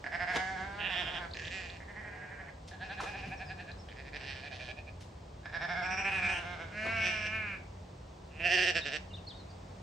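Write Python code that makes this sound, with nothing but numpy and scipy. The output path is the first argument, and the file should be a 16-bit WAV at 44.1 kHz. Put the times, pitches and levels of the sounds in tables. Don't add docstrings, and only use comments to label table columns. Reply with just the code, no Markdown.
import sys
import numpy as np
from scipy import signal
from scipy.fft import rfft, irfft
from scipy.io import wavfile
from scipy.ndimage import uniform_filter1d, map_coordinates

SR = 44100
rng = np.random.default_rng(int(sys.argv[2]) if len(sys.argv) > 2 else 0)


def master_out(mix):
    frames = np.transpose(np.atleast_2d(mix))
    ceiling = np.clip(frames, -1, 1)
    pcm = np.round(ceiling * 32767).astype(np.int16)
    wavfile.write(sys.argv[1], SR, pcm)


N = 433062
TIME = np.arange(N) / SR


def amp(db):
    return 10 ** (np.asarray(db) / 20)


def unit(x):
    return x / np.sqrt(np.mean(x ** 2) + 1e-20)


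def read(points, hz):
    f, value = np.transpose(points)
    return np.interp(np.log(hz + 1), np.log(f + 1), value)


def add(mix, s, sound):
    part = mix[..., max(round(s * SR), 0):][..., :sound.shape[-1]]
    part += sound[..., :part.shape[-1]]


def wander(hz):
    f = np.fft.rfftfreq(N, 1 / SR)
    return unit(irfft(rfft(rng.standard_normal(N)) / (1 + (f / hz) ** 4), N))


def colour(x, points, size=2048):
    log_gain = np.log(amp(read(points, abs(np.fft.fftfreq(size, 1 / SR)))))
    taps = np.fft.ifft(np.exp(np.conj(signal.hilbert(log_gain)))).real
    return signal.oaconvolve(x, taps[:size // 2])[:len(x)]


def flock():
    # (name, opening pop [dB], roughness at start [0-1], at middle [0-1], at end [0-1],
    # share of the sideways colour, share by which a deep catch lowers the pitch, lag of that sag [s],
    # strength of the scattered sound, level sent to the hill [dB])
    calls = [("long", 6, .24, .054, .19, .17, .15, .003, 1, 0),
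             ("harsh", 0, .2, .09, .2, .3, .24, 0, .9, -3),
             ("scratchy", 0, .39, .07, .3, .2, .1, .0033, .55, -2),
             ("far", 6.6, .43, .28, .56, .15, .1, .006, .94, 0),
             ("low", 0, .02, .03, .12, .17, 0, 0, 1., 0),
             ("stuttering", 0, .21, .168, .2, .058, .115, .016, .83, -2),
             ("thin", 0, .2, .15, .35, .1, .15, .0105, 1, 0),
             ("quavering", 2.6, .45, .26, .36, .18, .1, .008, .75, -6),
             ("gravelly", 0, .16, .1, .16, .18, .05, .005, .5, -3),
             ("swelling", 5, .2, .043, .15, .15, .18, .005, .96, 0),
             ("bright", 0, .22, .2, .24, .069, .13, .001, .8, -1),
             ("smooth", 0, .0091, .023, .02, .058, 0, 0, 1, 0),
             ("pressed", 0, .326, .226, .58, .14, .08, .003, .58, 0),
             ("near", 0, .17, .14, .26, .2, .19, 0, .52, -7)]
    chance = np.array([wander(87.6), wander(150), wander(14), rng.standard_normal(N)])
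    direct, carried = np.zeros((2, 2, N))
    for *call, echo_db in calls:
        start, sound = bleat(chance, *call)
        add(direct, start, sound)
        add(carried, start, amp(echo_db) * sound)
    return direct, carried


def bleat(chance, name, pop_db, rough_start, rough_middle, rough_end, side, sag_share, lag_s, scattered,
          harmonics=54):
    # (time [s], effort level [dB], pitch before sags and flutter [Hz])
    course = dict( long=[(.041, -44, 146), (.07, -35.5, 148.6), (.12, -38, 159.7), (.155, -33, 176.9),
              (.31, -33, 184.1), (.39, -34, 185.3), (.54, -39.5, 191.4), (.62, -37.5, 187.4),
              (.66, -42, 198.9), (.72, -44.5, 198.2), (.8, -41.5, 205.6), (.88, -45.5, 200.3),
              (.925, -42, 181.4), (1., -48, 181.6), (1.2, -42, 179), (1.255, -40.5, 167.9)],
              harsh=[(.785, -50.5, 173.5), (.805, -36.5, 175.6), (.865, -32.5, 188.9), (.9, -34.5, 185.4),
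              (.95, -32.5, 180.8), (1.01, -34, 180.7), (1.07, -38, 171.5), (1.165, -37.5, 171.2),
              (1.185, -40, 150)], scratchy=[(1.345, -45, 161.6), (1.4, -40.5, 167.7), (1.48, -41, 173),
              (1.515, -41, 181), (1.545, -38.5, 193), (1.6, -42.5, 187), (1.68, -45, 170.6),
              (1.73, -53.5, 177.2), (1.77, -50.5, 160)], far=[(1.803, -47.5, 192), (1.9, -47, 201.5),
              (1.98, -43.5, 213.1), (2.06, -47.5, 212.7), (2.15, -49.5, 208.5), (2.32, -47, 198.4),
              (2.4, -43.5, 196), (2.49, -45, 188)], low=[(2.03, -51.5, 147.1), (2.22, -50.5, 148.9),
              (2.38, -51.5, 145.3), (2.5, -53, 135.7)], stuttering=[(2.712, -50, 174.6), (2.732, -47, 185),
              (2.83, -40, 200), (2.91, -38, 205.8), (3.08, -39, 211.1), (3.24, -41, 207),
              (3.33, -39, 201.9), (3.42, -39.5, 200.4), (3.51, -39.5, 200.6), (3.6, -42.5, 191.6),
              (3.71, -47.5, 181.5)], thin=[(2.83, -51.5, 213), (2.94, -48, 213.6), (3.11, -50, 210),
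              (3.2, -45.5, 202.7), (3.29, -50, 202.6)], quavering=[(3.886, -55, 95.5), (4., -49, 140.7),
              (4.09, -48.5, 140.6), (4.15, -40.5, 151.6), (4.22, -50, 148), (4.38, -52, 146),
              (4.46, -43.5, 146), (4.61, -44, 158.4), (4.71, -43, 157.1), (4.79, -45, 155.1),
              (4.895, -46, 153.7)], gravelly=[(4.145, -55, 141.2), (4.168, -46, 139.7), (4.22, -48, 133.6),
              (4.3, -42, 137.3), (4.37, -47.5, 133), (4.47, -52, 130), (4.53, -48.5, 129.5),
              (4.62, -49.5, 127), (4.715, -51, 120)], swelling=[(5.432, -61, 130.8), (5.457, -37, 135),
              (5.475, -55, 146.6), (5.5, -47, 152.3), (5.555, -34, 169.9), (5.71, -33.5, 178.4),
              (5.79, -34.5, 183), (5.9, -36, 184.6), (6., -41, 190.3), (6.09, -43.5, 197.8),
              (6.2, -43, 180.8), (6.4, -42, 174.8), (6.54, -42.5, 178.3), (6.625, -41.5, 170.8),
              (6.665, -53.5, 159.7), (6.73, -52, 165.5)], bright=[(5.825, -41.5, 182.3), (5.86, -39, 189),
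              (5.93, -37, 192.6), (6., -32.5, 201.5), (6.07, -31, 195.8), (6.17, -32, 189.4),
              (6.25, -31, 195), (6.305, -30, 194), (6.345, -35.5, 182.5), (6.39, -38.5, 162.8)],
              smooth=[(6.72, -49.5, 204.8), (6.77, -39.5, 210.5), (6.84, -35.5, 219.6), (6.93, -32, 227.2),
              (7.02, -34, 221.4), (7.14, -36.5, 216.1), (7.23, -38, 212.1), (7.29, -40, 213),
              (7.355, -32.5, 220.9), (7.41, -39, 215.6), (7.47, -38.5, 205.1), (7.54, -41, 191.8),
              (7.57, -50.5, 178)], pressed=[(6.92, -48, 166), (6.98, -43, 174.2), (7.07, -30.5, 180.2),
              (7.12, -40, 178.1), (7.2, -42, 172), (7.26, -38.5, 169.6), (7.28, -42, 160.3)],
              near=[(8.305, -64, 138.2), (8.392, -50, 161.9), (8.401, -39, 167), (8.432, -34.5, 168),
              (8.458, -25, 182.9), (8.535, -24.5, 183.9), (8.63, -25.5, 186.4), (8.7, -26.5, 183.2),
              (8.78, -28.5, 171.6), (8.87, -34.5, 149), (8.91, -36, 150.1), (8.968, -34, 152.4)])
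    # (time [s], [(frequency [Hz], relative level [dB])])
    throat_shapes = dict( long=[(.25, [(170, -10), (410, -38), (700, 2), (1020, -12), (1340, -10.5),
                     (1630, 5.5), (2220, -1.5), (2390, -10.5), (4080, -24.5), (5300, -17.5), (5770, -36),
                     (7730, -37), (9300, -49)]), (.5, [(170, -6.5), (480, -16), (750, 8), (1230, -16.5),
                     (1630, 8), (1900, -6), (2150, 2), (2450, -21), (3260, -13.5), (3900, -21), (4650, -18),
                     (7580, -25.5), (9300, -54)]), (.75, [(170, -5.5), (480, -9), (780, 2), (1230, -6.5),
                     (1590, 6.5), (1850, -7), (2150, -2.5), (2450, -15.5), (3260, -16), (4650, -20.5),
                     (9300, -54)])], harsh=[(.85, [(170, -19), (410, -23), (750, -9), (1230, -24),
                     (1800, 2.5), (2170, -12), (2700, 3.5), (3300, -5), (3730, -10), (4760, -42),
                     (6410, -51), (9300, -66)]), (.96, [(170, -19), (460, -18), (720, -2.5), (1160, -18),
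                     (1800, 1), (2000, -7.5), (2170, -8), (2340, -10), (2520, -2.5), (2700, -7), (2880, 1),
                     (3060, -5), (3250, 2.5), (3650, -4.5), (4170, -26), (5530, -19), (6410, -42),
                     (7120, -28), (9300, -46)])], scratchy=[(1.42, [(170, -18), (750, -11), (1050, -34),
                     (1340, -26), (1780, 8.5), (2170, -6.5), (2600, 2), (3100, -5), (3820, -12),
                     (4650, -11), (6690, -16), (7120, -17), (7730, -20), (9300, -57)]), (1.57, [(170, -23),
                     (750, -12), (1050, -27), (1340, -17), (1860, 2), (2170, -9.5), (2450, 1), (3100, -10),
                     (3820, -15), (4650, -14.5), (6690, -25.5), (7120, -19), (7730, -23), (9300, -61)])],
                     far=[(2., [(170, 1), (370, -9), (840, 2), (1300, -7.5), (1540, 0), (1860, 14),
                     (2510, -7), (2760, -21), (3040, -8), (3570, -30), (4550, -60), (9300, -97)])],
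                     low=[(2.3, [(170, -16), (500, -9), (730, -2), (1150, -20), (1480, -7.5), (1620, 6.5),
                     (1900, -31), (2290, -6), (3000, -24), (9000, -68)])], stuttering=[(2.85, [(170, -5.5),
                     (480, -19), (770, 3.5), (1120, -22), (1400, -13), (1680, 8), (2060, -14), (2500, -12),
                     (3000, -14), (4170, -11), (4860, -28), (9300, -69)]), (3.3, [(170, -8.5), (480, -20),
                     (770, 6), (1120, -22), (1400, -19), (1700, 2.5), (2060, -15), (2480, 5), (3000, -19),
                     (4170, -23), (4860, -26), (9300, -54)]), (3.55, [(170, -14), (480, -37.5), (740, 3),
                     (1120, -36.5), (1400, -15), (1700, 6.5), (2060, -17), (2480, -0.5), (3000, -18),
                     (4170, -14.5), (4860, -25), (9300, -61)])], thin=[(3., [(170, -23), (800, -6),
                     (1200, -17), (1750, -5), (2250, -6), (2500, 4), (2820, -3), (3300, -14), (5200, -13.5),
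                     (7500, -34), (9300, -49)])], quavering=[(4.1, [(170, -6), (410, -6.5), (750, -6),
                     (1150, -27), (1800, 6), (2110, -4), (2450, 1), (2900, -16), (3330, -11.5), (4970, -13),
                     (6020, -29), (9300, -49)]), (4.7, [(170, -28), (400, -25), (660, 11.5), (1150, -36),
                     (1750, 0.5), (2050, -20), (2420, 9.5), (2750, -8), (3100, -13), (4400, -15),
                     (6800, -36), (9300, -45)])], gravelly=[(4.3, [(170, -20), (410, -13), (750, -10),
                     (1050, -14), (1340, -16), (1760, 3.5), (2110, -7), (2450, 0.5), (2850, -1), (3330, -7),
                     (4970, -8.5), (6020, -16.5), (6830, -40), (8060, -16), (9300, -40)]),
                     (4.62, [(170, -20), (660, -4), (1150, -23), (1720, 1.5), (2100, -10), (2900, -2),
                     (3500, -3.5), (4900, -8), (6000, -16.5), (9300, -23)])], swelling=[(5.55, [(170, -18),
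                     (450, -25.5), (720, -8.5), (1100, -18.5), (1450, -14.5), (1720, 4.5), (2000, -19),
                     (2200, -11.5), (3000, -27.5), (3700, -18.5), (4400, -31), (5300, -20.5), (6300, -46),
                     (9300, -54)]), (5.78, [(170, -1.5), (430, -26), (720, 6), (1120, -14.5), (1400, 0),
                     (1670, 7.5), (1960, -20), (2140, 5), (2500, -17), (3040, -19), (3550, -10),
                     (4080, -26), (5410, -14.5), (6550, -51), (6970, -31), (9300, -56)]),
                     (6.05, [(170, -10), (460, -11.5), (760, 8.5), (960, -0.5), (1200, -4), (1530, 6.5),
                     (1960, -7), (2200, -5), (3040, -31), (3600, -21), (4300, -30), (5400, -17),
                     (9300, -52)]), (6.48, [(170, -9), (460, -12), (700, -2.5), (1160, -14), (1540, 1.5),
                     (1910, -16.5), (2150, -1.5), (2500, -14), (3600, -15), (4550, -30.5), (5300, -22.5),
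                     (7120, -37), (9300, -43)])], bright=[(5.96, [(170, -6), (500, -15), (780, -9),
                     (1230, -17.5), (1750, -1), (2010, -8), (2430, 6.5), (2900, -11), (3600, -33),
                     (4300, -41), (5100, -15), (5750, -3), (6300, -43), (8060, -26), (9300, -52)]),
                     (6.08, [(170, -17.5), (500, -13.5), (780, -7), (1230, -19), (1750, -3), (2010, -12),
                     (2480, 3.5), (2900, -11.5), (3600, -25), (4300, -30), (5650, -31), (6500, -43),
                     (8200, -31), (9300, -54)]), (6.26, [(170, -0.5), (460, -23), (750, -12), (1190, -18),
                     (1720, 2), (2000, -10), (2500, 10), (2950, -18.5), (3600, -14), (4200, -23.5),
                     (5770, -21), (6970, -34), (8300, -25), (9300, -42)]), (6.37, [(170, -12), (460, -8),
                     (750, -0.5), (1190, -13.5), (1720, 0), (2000, -7), (2600, 4), (3050, 0), (3600, -24),
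                     (4200, -27), (5900, -15.5), (6970, -32), (8500, -18), (9300, -42)])],
                     smooth=[(6.82, [(170, 6), (430, -41), (660, -3.5), (900, -35), (1190, -19), (1600, 1),
                     (1960, -7), (2230, -1), (2500, -6), (2750, -9), (3410, -28), (4170, -22.5),
                     (5500, -28), (9300, -43)]), (7., [(170, -2.5), (430, -18.5), (680, -2.5), (900, -22),
                     (1300, -8), (1620, 5), (1960, -19), (2230, 10.5), (2500, -2), (2850, -1), (3400, -33),
                     (4000, -22), (5700, -31), (9300, -49)]), (7.4, [(170, -6.5), (460, -24.5), (640, -13),
                     (890, -17.5), (1300, -8), (1720, 1), (1930, -12.5), (2200, 2), (2420, 3), (2900, -10),
                     (3200, -24), (4550, -29), (5530, -33), (9300, -50)])], pressed=[(7.07, [(170, -15),
                     (480, -13), (720, -9.5), (1150, -23), (1750, 0), (2050, -9), (2500, 4), (2950, -3.5),
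                     (3400, -10.5), (4000, -19), (4700, -18.5), (5400, -9.5), (5950, -13), (6690, -36),
                     (7890, -26), (9300, -37.5)])], near=[(8.41, [(170, -13), (500, -12), (700, -10),
                     (1100, -29), (1800, -6), (2150, -11), (2600, 1), (3300, -20), (4200, -31), (5400, -36),
                     (9300, -42)]), (8.46, [(170, -10), (360, -10), (520, -7), (700, 5), (1000, -36),
                     (1810, 6), (2170, -7), (2700, 11.5), (3250, -9), (3900, -25), (4650, -13), (5650, -14),
                     (6970, -37), (8230, -26), (9300, -58)]), (8.55, [(170, -20), (360, -3.5), (520, -7),
                     (720, -2), (1000, -27), (1400, -19), (1810, 9), (2170, -9), (2760, 6), (3250, -3.5),
                     (3900, -20), (4650, -8), (5800, -11.5), (6970, -31), (8230, -23), (9300, -37)]),
                     (8.9, [(170, -7.5), (350, -5), (670, 1), (810, -15), (1020, -25.5), (1760, 6.5),
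                     (2110, -6), (2700, 4.5), (3330, -6), (3650, -3), (3990, -9.5), (5650, -8),
                     (6690, -28.5), (7730, -16), (9300, -36)])])
    # (time [s], dip [dB], half-width [s])
    voice_catches = dict( long=[(.055, 8.5, 0.00651), (.097, 22, 0.021), (.18, 15.5, 0.016),
                     (.26, 10.5, .015), (.335, 4.5, 0.012), (.565, 2.2, 0.018), (.96, 1.7, 0.011),
                     (1.09, 1.5, 0.016), (1.16, 2.5, .014)], harsh=[(.823, 3, 0.015), (.89, 5, .012),
                     (.955, 3.5, 0.01), (1.045, 6, .019), (1.122, 7, .021)], scratchy=[(1.361, 8, 0.0052),
                     (1.383, 10, 0.0084), (1.408, 8.5, 0.0082), (1.433, 5.5, 0.0062), (1.458, 6.2, 0.0078),
                     (1.497, 12, 0.011), (1.63, 4.5, 0.0078), (1.68, 6, 0.0079)], far=[(1.855, 28, 0.02),
                     (1.937, 11, 0.018), (2.02, 5.5, 0.016), (2.11, 5, 0.017), (2.195, 8.5, 0.021),
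                     (2.28, 14.5, .022), (2.365, 14, 0.022), (2.447, 23, 0.028)],
                     stuttering=[(2.78, 18.5, 0.027), (2.868, 19.5, 0.024), (2.955, 15, 0.024),
                     (3.038, 14.2, 0.021), (3.12, 14.5, 0.02), (3.2, 15, 0.026), (3.285, 23.6, .025),
                     (3.373, 16.5, .027), (3.465, 20.5, 0.03), (3.557, 25, .028), (3.65, 16.5, 0.027)],
                     thin=[(2.895, 10, 0.019), (2.985, 11.5, 0.029), (3.07, 10.5, 0.018), (3.152, 9.5, .02),
                     (3.235, 11.5, 0.018)], quavering=[(3.905, 8.5, 0.0088), (3.948, 11, 0.017),
                     (4.036, 13, 0.016), (4.113, 23, 0.016), (4.19, 13, 0.016), (4.415, 9, 0.015),
                     (4.498, 12.5, 0.012), (4.573, 19, .019), (4.66, 14, .02), (4.747, 37, 0.021),
                     (4.842, 32, 0.027)], gravelly=[(4.187, 10.5, 0.011), (4.255, 4, 0.0065),
                     (4.347, 4, .011), (4.42, 3, 0.011), (4.5, 11, 0.0121), (4.585, 7, .012)],
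                     swelling=[(5.446, 24, 0.0073), (5.516, 14.5, .011), (5.593, 14.5, .017),
                     (5.673, 11, 0.014), (5.745, 4.5, 0.013), (5.815, 3, 0.01223), (6.435, 3.5, 0.013),
                     (6.575, 6.5, 0.024)], bright=[(5.888, 14.5, 0.016), (5.96, 13.5, 0.0092),
                     (6.031, 10.5, .013), (6.107, 6.5, 0.011), (6.21, 5.5, .013), (6.282, 4, 0.0094)],
                     near=[(8.492, 4, 0.019), (8.568, 3, 0.0092), (8.61, 1.7, 0.0073), (8.656, 5.5, 0.0099),
                     (8.732, 19, .019), (8.824, 20, 0.028), (8.907, 7.5, 0.017)])
    # (frequency [Hz], level [dB])
    breath = [(200, -30), (2800, -19), (4500, -6), (9000, -4)]
    # (frequency [Hz], left minus right level [dB])
    sideways = [(150, 3), (380, 19.5), (700, -5), (1290, -7.5), (2380, -30.5), (4400, -3), (8000, -7.5)]
    pop_s, release_s = 0.003, 0.015
    onset_rough, settle_s = 0.28, 0.074
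    follow, sway = 0.091, 0.012

    s, *columns = np.transpose(course[name])
    span = slice(max(int(s[0] * SR), 0), int((s[-1] + release_s) * SR))
    t = TIME[span]
    flutter, tremor, drift, noise = chance[:, span]
    age = t - t[0]
    effort_db, hz = (np.interp(t, s, column) for column in columns)
    effort_db = effort_db + pop_db * np.exp(-(age / pop_s) ** 2)
    release = np.clip(1 - (t - s[-1]) / release_s, 0, 1) ** 2

    rough = np.interp(age / age[-1], [0, .5, 1], [rough_start, rough_middle, rough_end])
    rough = np.clip(rough + onset_rough * np.exp(-age / settle_s), 0, 1)
    dip_db, sag = 0, 1
    if name in voice_catches:
        dip_db, sag = quaver(t, voice_catches[name], sag_share, lag_s)
    jitter, shimmer_db = .055 * rough ** 1.2, 4 * rough

    turns = np.cumsum(hz * sag * (1 + jitter * flutter)) / SR - .1
    cycle = (turns + .5) % 1 - .5
    folds = unit(np.sinc(2 * harmonics * cycle) * np.cos(np.pi * cycle) ** 2)
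    puffs = unit(noise * (.12 + np.exp(-(turns % 1) / .3)))
    rasp = .7 * rough
    drive = ((1 - rasp) * folds + rasp * puffs) / np.hypot(1 - rasp, rasp)
    clean = [(f, 10 * np.log10(1 - amp(db) ** 2)) for f, db in breath]
    drive = (colour(drive, clean) + colour(puffs, breath)) * amp(shimmer_db * tremor)

    throat = throat_shapes[name]
    moments = [moment for moment, _ in throat]
    shares = [np.interp(t, moments, row) for row in np.eye(len(throat))]
    stretch = 1 + follow * (sag - 1) + sway * drift
    voice = sum(share * ring(drive, shape, stretch) for share, (_, shape) in zip(shares, throat))
    voice = scatter(voice * amp(effort_db - dip_db) * release, scattered)
    ears = [colour(voice, [(f, sign * side * db / 2) for f, db in sideways]) for sign in (1, -1)]
    return t[0], np.array(ears)


def quaver(t, catches, sag, lag_s):
    full_db, spread = 8, 1.15
    times, depths, half_s = np.transpose(catches)[:, :, None]
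    dip_db = depths * np.exp(-abs((t - times) / half_s) ** 3)
    slack = np.tanh(depths / full_db) * np.exp(-((t - times - lag_s) / (spread * half_s)) ** 2)
    return dip_db.sum(0), 1 - sag * slack.sum(0)


def ring(drive, shape, stretch):
    clock = np.cumsum(stretch) - stretch[0]
    warped_places = np.interp(np.arange(clock[-1]), clock, np.arange(len(drive)))
    warped = map_coordinates(drive, [warped_places], mode="nearest")
    rung = colour(warped, closed(shape))
    return unit(map_coordinates(rung, [clock], mode="nearest"))


def closed(shape, low_db=-34, high_db=-30):
    return [(75, shape[0][1] + low_db), *shape, (10800, shape[-1][1] + high_db), (14000, -100)]


def scatter(x, amount, size=1024):
    decay_s = 0.0048
    paths = rng.standard_normal(size) * np.exp(-np.arange(size) / SR / decay_s)
    phase = np.angle(1 + amount * rfft(paths / np.linalg.norm(paths)))
    taps = np.roll(irfft(np.exp(1j * phase)), size // 2)
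    return signal.oaconvolve(x, taps, "same")


def knocks(grain_db=3, skirt_db=-42, top_hz=10500):
    # (time of peak [s], level at peak [dB], rise [s], decay [s],
    # centre frequency [Hz],
    hits = [(0.369, -29.5, 0.018, 0.0075, 1200, 1.32), (0.368, -35.5, .012, 0.015, 290, 1),
            (1.041, -49, 0.034, 0.028, 255, 0.74), (2.68, -49.5, 0.0032, 0.016, 3920, 0.8),
            (3.004, -29.5, 0.0015, 0.007, 1100, 0.39), (3.009, -45, 0.0055, 0.049, 2830, 1.03),
            (3.041, -37.5, 0.02, 0.018, 595, 1.15), (3.3, -46, 0.059, 0.039, 160.4, 0.58),
            (3.716, -45, 0.00089, 0.0038, 4310, 0.17), (3.89, -49.5, 0.0019, 0.013, 3200, 0.13),
            (5.01, -53, 0.0041, 0.025, 3200, 1.16), (6.86, -36, 0.0075, 0.028, 450, 1.45)]
    out, t = np.zeros(N), np.arange(SR // 2) / SR
    hz, lead = np.fft.rfftfreq(len(t), 1 / SR), t[len(t) // 4]
    for s, db, rise_s, decay_s, centre_hz, spread in hits:
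        grain = unit(uniform_filter1d(rng.standard_normal(len(t)), size=60))
        grit = rng.standard_normal(len(t)) * amp(grain_db * grain)
        shape = np.exp(-.5 * (np.log2((hz + 1) / centre_hz) / spread) ** 2) + amp(skirt_db)
        shape = shape / (1 + (hz / top_hz) ** 6)
        burst = unit(irfft(rfft(grit) * shape, len(t)))
        envelope = np.exp(-np.maximum((lead - t) / rise_s, (t - lead) / decay_s))
        add(out, s - lead, amp(db) * burst * envelope)
    return out


def birds(warble=0.017, warble_hz=140):
    # (time [s], length [s], first pitch [Hz], middle pitch [Hz], last pitch [Hz], level [dB])
    notes = [(1.308, 0.011, 3200, 4200, 5000, -52.5), (1.335, 0.0047, 3240, 4160, 5190, -40),
             (1.449, 0.0086, 2670, 3430, 4500, -44), (1.477, 0.0062, 2500, 3300, 4400, -43),
             (1.696, 0.01, 2900, 3750, 5100, -48), (3.08, 0.029, 6000, 5800, 5300, -63),
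             (3.366, 0.04, 5950, 5400, 5400, -63.5), (3.444, 0.092, 5520, 4890, 5150, -61),
             (3.776, 0.055, 4700, 5420, 4700, -63), (8.803, 0.047, 4600, 3650, 4400, -45),
             (9.099, 0.033, 3340, 2800, 3040, -59.5), (9.13, 0.032, 4280, 3560, 4560, -48),
             (9.155, 0.049, 3970, 2850, 2710, -61), (9.266, 0.028, 4830, 4260, 5440, -47.5),
             (9.285, 0.043, 4420, 3660, 2850, -52), (9.325, 0.068, 3460, 3780, 3500, -61),
             (9.36, 0.083, 4600, 4200, 3680, -62), (9.493, 0.037, 4950, 4600, 4630, -63)]
    out = np.zeros(N)
    for s, length, first, middle, last, db in notes:
        u = np.linspace(0, 1, int(length * SR))
        hz = np.polyval(np.polyfit([0, .5, 1], [first, middle, last], 2), u)
        hz = hz * (1 + warble * np.sin(2 * np.pi * warble_hz * length * u))
        whistle = np.sin(2 * np.pi * np.cumsum(hz) / SR)
        add(out, s, amp(db) * unit(whistle * np.sin(np.pi * u)))
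    return out


def nearby(x):
    # (frequency [Hz], level [dB])
    dull_spectrum = [(120, -36), (350, -8), (700, -3.5), (1500, -10.5), (3000, -7), (6000, -3),
                     (12000, -25)]
    # (delay [s], level [dB], ear [0 left, 1 right])
    bounces = [(.0021, -35, 0), (.0029, -3, 1), (.0047, -9.5, 1), (.0064, -14, 0), (.0089, -8, 1),
               (0.011, -13, 0), (.0142, -20.5, 1), (.0171, -4, 0)]
    dull, out = colour(x.mean(0), dull_spectrum), np.zeros((2, N))
    for delay_s, db, ear in bounces:
        add(out[int(ear > .5)], delay_s, amp(db) * dull)
    return out


def echoes(x, points, delay_s, t60):
    t = np.arange(SR) / SR
    signs = rng.choice([-1., 1.], (2, SR))
    struck = rng.random((2, SR)) < 1 / 16
    taps = signs * struck * (t > delay_s) * amp(-60 * t / t60)
    taps = np.array([colour(ear / np.linalg.norm(ear), points) for ear in taps])
    return signal.fftconvolve(x, taps, axes=1)[:, :N]


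def air(size=2048):
    # (frequency [Hz], relative level per Hz [dB])
    spectrum = [(20, -60), (40, -0.5), (62, 6), (110, -4.5), (150, -5.5), (185, -10.5), (240, -14.5),
                (650, -15), (1000, -19.5), (1400, -27.5), (2400, -31.5), (5000, -35), (8600, -43.5),
                (10500, -73.5), (15500, -55.5)]
    # (time [s], relative level [dB])
    field_lift = [(0, 7), (1.2, 8.5), (2.6, 4.5), (3.2, 7.5), (4, 6), (5.2, 4.5), (7, 7.5), (8, 5),
                  (9.8, 7)]
    # (frequency [Hz], left-right correlation [0-1])
    likeness = [(100, 1), (200, 1), (400, 0.33), (1000, 0.03), (3000, 0.4), (10000, 1)]
    level_db = -49
    hop = size // 4
    t, hz = np.arange(N // hop + 5) * hop / SR, np.fft.rfftfreq(size, 1 / SR)
    a, b, c, d = rng.standard_normal((4, len(hz), len(t)))
    same = np.clip(read(likeness, hz), -1, 1)[:, None]
    left = a + 1j * b
    z = np.array([left, same * left + np.sqrt(1 - same ** 2) * (c + 1j * d)])
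    upper = (hz ** 2 / (hz ** 2 + 160 ** 2))[:, None]
    z *= amp(read(spectrum, hz)[:, None] + upper * np.interp(t, *np.transpose(field_lift)))
    noise = signal.istft(z, nperseg=size, noverlap=size - hop)[1][:, :N]
    high_pass = signal.butter(3, 48, "high", fs=SR, output="sos")
    return amp(level_db) * unit(signal.sosfilt(high_pass, noise))


def hum(waver=.012, flicker_db=3, octave_db=-8):
    # (time [s], level before flicker [dB])
    levels = [(0.0, -66), (1.06, -61), (2.51, -69), (2.65, -56), (3.44, -61), (3.58, -51.5), (5.73, -65.5),
              (6.17, -50), (7.64, -51), (8.0, -60.5), (9.8, -52)]
    hum_hz = 93.5
    phase = 2 * np.pi * np.cumsum(hum_hz * (1 + waver * wander(7.1))) / SR
    level_db = np.interp(TIME, *np.transpose(levels)) + flicker_db * wander(2.9)
    return amp(level_db) * unit(np.sin(phase) + amp(octave_db) * np.sin(2 * phase))


def scene():
    # (frequency [Hz], level [dB])
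    hill_spectrum = [(150, -38.5), (700, -6), (2500, -9), (8000, -6.5)]
    voices, carried = flock()
    small = knocks() + birds()
    direct = voices + small
    far = echoes(carried + amp(-0.5) * small, hill_spectrum, delay_s=0.02, t60=0.33)
    return amp(-1.02) * direct + nearby(direct) + far + air() + hum()


def record(dry):
    edge_hz = 15750
    taps = signal.firwin(511, edge_hz, window=("kaiser", 9), fs=SR)
    return signal.oaconvolve(dry, taps[None], "same")


dry = scene()
out = record(dry)
master_out(out)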